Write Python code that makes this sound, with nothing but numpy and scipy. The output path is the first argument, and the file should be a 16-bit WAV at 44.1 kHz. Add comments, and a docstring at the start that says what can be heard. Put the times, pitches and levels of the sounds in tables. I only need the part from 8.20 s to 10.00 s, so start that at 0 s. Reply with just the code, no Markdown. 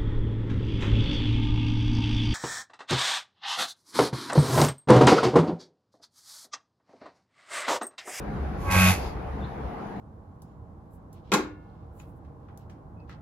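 """Distant traffic rumbles around a snowy driveway, then a parked car's heat pump gives one harsh burst.
Its compressor shaft hums, buzzes against the housing and rattles on every turn, while refrigerant
hisses through a valve. The burst rings briefly off a brick wall and cars, and houses across the street
echo it. Afterwards a small bird chirps once over the traffic."""
import sys
import numpy as np
from scipy import signal
from scipy.fft import rfft, irfft
from scipy.io import wavfile
from scipy.ndimage import uniform_filter1d

SR = 44100
rng = np.random.default_rng(int(sys.argv[2]) if len(sys.argv) > 2 else 0)


def persist_wave(psi):
    """Save psi, clipped to +-1, as 16-bit WAV."""
    counts = np.round(np.clip(psi, -1, 1) * 32767).astype(np.int16)
    wavfile.write(sys.argv[1], SR, np.atleast_2d(counts).T)


N = 79380
T = np.arange(N) / SR
HZ = np.fft.rfftfreq(N, 1 / SR)
SIDES = np.array([[.5], [-.5]])  # splits a left-minus-right amount between the channels


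def amp(db):
    """Decibels to gain."""
    return 10 ** (np.asarray(db) / 20)


def unit(x):
    """Scales to rms 1."""
    return x / np.sqrt(np.mean(abs(x) ** 2) + 1e-20)


def curve(points, hz):
    """Reads a table on a log-frequency axis."""
    freq_hz, value = np.transpose(points)
    return np.interp(np.log(hz + 1), np.log(freq_hz + 1), value)


def glide(points):
    """Reads a table over time, holding its end values."""
    return np.interp(T, *np.transpose(points))


def fader_db(points, column=1):
    """Reads a dB column over time; silent outside the table."""
    rows = np.array(points)
    return np.interp(T, rows[:, 0], rows[:, column], left=-120, right=-120)


def drift(rate_hz):
    """Smooth complex random modulation of rms 1."""
    noise = rng.standard_normal(N) + 1j * rng.standard_normal(N)
    return unit(np.fft.ifft(noise * np.exp(-.5 * (np.fft.fftfreq(N, 1 / SR) / rate_hz) ** 2)))


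def stereo_noise(colour, correlation):
    """Coloured noise of rms 1 in two partly alike channels."""
    left, other = rfft(rng.standard_normal((2, N)))
    alike = np.clip(curve(correlation, HZ), -1, 1)
    right = alike * left + np.sqrt(1 - alike ** 2) * other
    return unit(irfft(np.array([left, right]) * amp(curve(colour, HZ)), N))


# Tone of the road wash: freq_hz, gain_db
ROAD_COLOUR = [(20, -32), (45, -4), (85, -15.5), (120, -6.5), (200, -9.5), (260, -12), (450, -14.5),
               (590, -18), (780, -15), (1000, -19), (1500, -25), (2200, -32.5), (3200, -42.5), (4500, -47),
               (6500, -54.5), (8500, -64.5), (11000, -52), (14000, -66)]
# Stereo image of the background: freq_hz, correlation
BED_IMAGE = [(60, 0.88), (150, 1), (370, 0.7), (900, 0.094), (2300, 0.27), (13000, -0.47)]
# Slow ride on the wash: time_s, level_db
ROAD_FADER = [(0, -35.5), (0.25, -34.5), (0.6, -34), (1.0, -35.5), (1.35, -36), (1.65, -35.5), (1.8, -36.5)]
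# Faint drones in the traffic: pitch_hz, width_hz, level_db
ROAD_DRONES = [(203.5, 3.4, -48.5), (450.5, 5.8, -51.5), (728, 9.2, -51), (800.4, 18, -52.5)]

def traffic(patchy_db=2):
    """Far-off road noise, mottled in time and frequency, with a few wavering drones."""
    frames = signal.stft(stereo_noise(ROAD_COLOUR, BED_IMAGE), nperseg=1024, noverlap=768)[2]
    patches = uniform_filter1d(rng.standard_normal(frames.shape[1:]), size=8, axis=0)
    patches = unit(uniform_filter1d(patches, size=12, axis=1))
    wash = signal.istft(frames * amp(patchy_db * patches), nperseg=1024, noverlap=768)[1][:, :N]
    drones = 0
    for pitch_hz, width_hz, level_db in ROAD_DRONES:
        alike = np.clip(curve(BED_IMAGE, pitch_hz), 0, 1)
        centre = np.sqrt(alike) * drift(width_hz)
        wide = np.sqrt(1 - alike) * np.array([drift(width_hz), drift(width_hz)])
        drones += amp(level_db) * unit(((centre + wide) * np.exp(2j * np.pi * pitch_hz * T)).real)
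    return unit(wash) * amp(glide(ROAD_FADER)) + drones


# Tone of the low end: freq_hz, gain_db
RUMBLE_COLOUR = [(20, -20), (33, -33), (45, 11.5), (58, 8), (68, 21.5), (78, 6.5), (100, 0), (200, -60.5)]
# Its swells: time_s, level_db
RUMBLE_FADER = [(0, -39), (0.23, -33.5), (0.30, -39.5), (0.58, -31), (0.78, -34), (0.86, -35), (1.02, -36),
                (1.09, -33), (1.37, -45.5), (1.46, -33.5), (1.53, -47), (1.8, -40)]

def rumble():
    """Deep outdoor rumble that swells and sinks."""
    return stereo_noise(RUMBLE_COLOUR, BED_IMAGE) * amp(glide(RUMBLE_FADER))


# Decay of the street: freq_hz, t60_s
REVERB_DECAY = [(100, 0.15), (2000, 0.56), (12000, 0.15)]
# EQ on its tail: freq_hz, gain_db
REVERB_EQ = [(1100, -3.5), (2500, -5), (4000, -2)]

def street_reverb(source):
    """Walls and cars scatter the sound into a short diffuse tail."""
    hz, age_s, frames = signal.stft(rng.standard_normal((2, SR // 2)), SR, nperseg=256)
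    decay = amp(-60 * age_s / curve(REVERB_DECAY, hz)[:, None])
    tail = signal.istft(frames * decay, SR, nperseg=256)[1]
    wet = signal.fftconvolve(source, tail / np.linalg.norm(tail[0]), axes=1)[:, :N]
    return irfft(rfft(wet) * amp(curve(REVERB_EQ, HZ)), N)


# EQ on the slap from the houses: freq_hz, gain_db
ECHO_EQ = [(100, -7), (400, -16), (1100, -1), (1600, -5), (2500, -7), (5000, 5), (8000, -13.5),
           (12000, -5.5)]

def house_echo(source, delay_s=0.1717, smear_s=0.015, send_db=-20):
    """House fronts across the street return one smeared copy."""
    taps = rng.standard_normal((2, N)) * np.exp(-abs(T - delay_s) / smear_s)
    taps = irfft(rfft(taps / np.linalg.norm(taps[0])) * amp(curve(ECHO_EQ, HZ)), N)
    return amp(send_db) * signal.fftconvolve(source, taps, axes=1)[:, :N]


# The bird's main voice: time_s, pitch_hz, level_db
BIRD_CHIRP = [(1.205, 3800, -67), (1.227, 3470, -58), (1.236, 3515, -55), (1.244, 3750, -54),
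              (1.254, 4000, -57), (1.265, 4130, -74)]
# A lower voice that joins at the end: time_s, pitch_hz, level_db
BIRD_UNDERTONE = [(1.242, 3670, -70), (1.25, 3510, -59), (1.262, 3420, -64), (1.266, 3380, -80)]

def bird(rasp_depth=1.1, rasp_hz=300, reverb_db=-3):
    """One far chirp that dips, flicks upward and splits into a rasp."""
    rasp = rasp_depth * np.interp(T, (BIRD_CHIRP[0][0], BIRD_CHIRP[-1][0]), (0, 1)) ** 2
    call = np.zeros((2, N))
    for voice in (BIRD_CHIRP, BIRD_UNDERTONE):
        time_s, pitch_hz, _ = np.transpose(voice)
        whistle = np.exp(2j * np.pi * np.cumsum(np.interp(T, time_s, pitch_hz)) / SR)
        husky = (whistle * (1 + rasp * drift(rasp_hz))).real / np.hypot(1, rasp)
        call += amp(fader_db(voice, column=2)) * np.sqrt(2) * husky
    return call + amp(reverb_db) * street_reverb(call)


# Refrigerant flow through the valve: time_s, level_db
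FLOW_FADER = [(0.37, -70), (0.41, -56), (0.46, -51.5), (0.498, -48), (0.511, -31.5), (0.56, -29.5),
              (0.62, -26), (0.68, -26), (0.712, -28), (0.745, -35), (0.78, -46.5), (0.84, -62)]
# Tone of its hiss: freq_hz, gain_db
HISS_COLOUR = [(500, -13), (1800, 5), (3000, 3), (3600, 0.5), (4300, 1), (5200, -0.5), (6400, 1.5),
               (7900, -2), (8800, -1.5), (11800, 2), (12600, -9.5), (13600, -15), (14200, -31)]
# Stereo image of the pump's noises: freq_hz, correlation
PUMP_IMAGE = [(200, .98), (500, .55), (1200, .65), (2500, .78), (3100, .5), (5500, .45), (6900, .15),
              (7900, .85), (9500, .75), (12000, .85)]
# Housing resonances as the flow surges and shuts off: peak_s, half_length_s, pitch_hz, width_hz, level_db
HOUSING_HONKS = [(0.502, 0.015, 2150, 87, -37.5), (0.556, 0.015, 556, 29, -36.5),
                 (0.614, 0.084, 1900, 8, -38), (0.69, 0.03, 3670, 200, -35), (0.713, 0.016, 856, 65, -28.5)]

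def valve(turns, pulse_depth=.13, sputter_depth=0.076):
    """Refrigerant sputters through the valve, swelling on every turn, and makes the housing honk."""
    pulse = unit(np.exp(pulse_depth * np.cos(2 * np.pi * turns)))
    sputter = 1 + sputter_depth * drift(rate_hz=60).real
    hiss = stereo_noise(HISS_COLOUR, PUMP_IMAGE) * amp(fader_db(FLOW_FADER)) * pulse * sputter
    honks = 0
    for peak_s, half_length_s, pitch_hz, width_hz, level_db in HOUSING_HONKS:
        band = np.exp(-.5 * ((HZ - pitch_hz) / width_hz) ** 2)
        ring = unit(irfft(rfft(stereo_noise(HISS_COLOUR, PUMP_IMAGE)) * band, N))
        honks += ring * amp(level_db) * np.exp(-((T - peak_s) / half_length_s) ** 2)
    return hiss + honks


# Tone of the scrapes: freq_hz, gain_db
RATTLE_COLOUR = [(100, 4), (300, -11), (570, 3.5), (750, 4), (1100, 1.5), (1750, -2), (2250, 4), (2650, 7),
                 (2850, -18), (3600, -7), (5000, -35)]
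# Rise and fall of the rattle: time_s, level_db
RATTLE_FADER = [(0.42, -71), (0.495, -49), (0.515, -33), (0.56, -30), (0.62, -31), (0.70, -30),
                (0.735, -32.5), (0.78, -48.5)]

def rattle(turns, lead_turns=.15, decay_turns=.25, floor=.22, spread_db=2.5):
    """Each turn throws off a sharp, quickly dying scrape, some harder than others."""
    stroke, age_turns = np.divmod(turns + lead_turns, 1)
    force = amp(spread_db * rng.standard_normal(N))[stroke.astype(int)]
    chatter = unit(floor + force * np.exp(-age_turns / decay_turns))
    return stereo_noise(RATTLE_COLOUR, PUMP_IMAGE) * chatter * amp(fader_db(RATTLE_FADER))


# Low hum of the shaft: time_s, first_order_db, second_order_db
HUM_FADERS = [(0.38, -60, -75), (0.48, -27.5, -58), (0.505, -40, -34), (0.53, -29.5, -32.5),
              (0.58, -20.5, -26), (0.62, -23.5, -20), (0.708, -20.5, -22.5), (0.728, -26, -47),
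              (0.78, -57, -36)]

def hum(turns, shake_depth=.16):
    """The shaft's two lowest orders shake the whole car, a little unevenly."""
    tones = 0
    for order in (1, 2):
        phase = 2 * np.pi * order * turns + (order - 1) * np.pi / 2
        tones += amp(fader_db(HUM_FADERS, column=order)) * unit(np.cos(phase))
    return tones * (1 + shake_depth * drift(rate_hz=25).real)


# Swell of the buzz in two bands: time_s, mid_gain_db, top_gain_db
BUZZ_FADERS = [(0.39, -28, -50), (0.45, -12, -32), (0.495, -3.5, -7), (0.545, 1, 0.5), (0.62, 0.5, 1),
               (0.66, -1, 1.5), (0.70, -2, -3), (0.72, -9, -11), (0.755, -32, -24)]
# Harmonics of the shaft speed, before that swell: order, building_pressure_db, full_pressure_db
BUZZ_ORDERS = [(6, -43, -55), (7, -56, -40), (8, -58, -42), (9, -38, -39), (10, -42, -45), (11, -37.5, -49),
               (12, -30.5, -32.5), (13, -44, -51), (14, -44, -36), (15, -50, -45), (16, -50, -38),
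               (17, -34.5, -33), (18, -43, -50), (21, -44, -54), (22, -45, -41), (23, -41, -39),
               (24, -36, -38.5), (25, -46, -36.5), (26, -43, -50), (27, -34, -28), (28, -41, -33.5),
               (29, -51, -38.5), (30, -59, -44), (34, -56, -45), (39, -55, -45)]

def buzz(turns, shaft_hz, mid_hz=1010, top_hz=2560, waver_db=-42, top_smear_cycles=.35):
    """Upper orders ring in the housing and shift colour as pressure builds; weak ones waver most."""
    mid_db, top_db = fader_db(BUZZ_FADERS, column=1), fader_db(BUZZ_FADERS, column=2)
    halfway_s, build_s = 0.59, 0.039
    pressure = .5 + .5 * np.tanh((T - halfway_s) / build_s)
    tones = np.zeros((2, N))
    for order, building_db, full_db in BUZZ_ORDERS:
        top_share = curve([(mid_hz, 0), (top_hz, 1)], order * shaft_hz)
        waver = min(amp(waver_db - max(building_db, full_db)), 1)
        sway = (1 + waver * np.array([drift(rate_hz=20), drift(rate_hz=20)])) / np.hypot(1, waver / 2)
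        # The top orders stay closest in phase to the stroke.
        lag_cycles = (1 - top_share * (1 - top_smear_cycles)) * (rng.random() - .5)
        tone = (sway * np.exp(2j * np.pi * (order * turns + lag_cycles))).real
        strength = (1 - pressure) * amp(building_db) + pressure * amp(full_db)
        swell = amp(mid_db + top_share * (top_db - mid_db))
        tones += np.sqrt(2) * strength * swell * tone
    return tones


# Compressor speed, sagging slightly: time_s, speed_hz
SHAFT_SPEED = [(0.40, 93.55), (0.46, 93.2), (0.52, 92.6), (0.62, 92.36), (0.76, 92.3)]
# Pan of the pump by band: freq_hz, left_minus_right_db
PUMP_BALANCE = [(100, -0.5), (200, 1.5), (400, 6), (700, 0.5), (1200, -6.5), (1700, -5), (2500, 0.5),
                (3300, 1), (5000, 1.5), (10000, 0)]
# Phase lag of the right channel: freq_hz, lag_rad
PUMP_RIGHT_LAG = [(1100, 0), (1500, .8), (4400, 1.3), (5700, 2.7), (7700, 3.3), (8700, 3.1), (11500, 1.3),
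                  (12600, 0)]

def heat_pump(jitter=.002):
    """One shaft drives hum, buzz, rattle and hiss; the treble reaches the left ear first."""
    speed_hz = glide(SHAFT_SPEED) * (1 + jitter * drift(rate_hz=31).real)
    turns = np.cumsum(speed_hz) / SR
    burst = hum(turns) + buzz(turns, shaft_hz=SHAFT_SPEED[-1][1]) + rattle(turns) + valve(turns)
    pan = amp(SIDES * curve(PUMP_BALANCE, HZ))
    lag = np.exp(1j * np.array([[0], [-1]]) * curve(PUMP_RIGHT_LAG, HZ))
    return irfft(rfft(burst) * pan * lag, N)


def scene(reverb_db=-18, bed_left_db=1.2):
    """The pump, its reflections and the bird over a bed of traffic and rumble."""
    pump = heat_pump()
    bed = (traffic() + rumble()) * amp(bed_left_db * SIDES)
    return pump + amp(reverb_db) * street_reverb(pump) + house_echo(pump) + bed + bird()


def record(dry, cutoff_hz=14300):
    """A steep low-pass trims the air off the mix."""
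    lowpass = signal.firwin(511, cutoff_hz, window=("kaiser", 9), fs=SR)
    return signal.oaconvolve(dry, lowpass[None], "same")


dry = scene()
out = record(dry)
persist_wave(out)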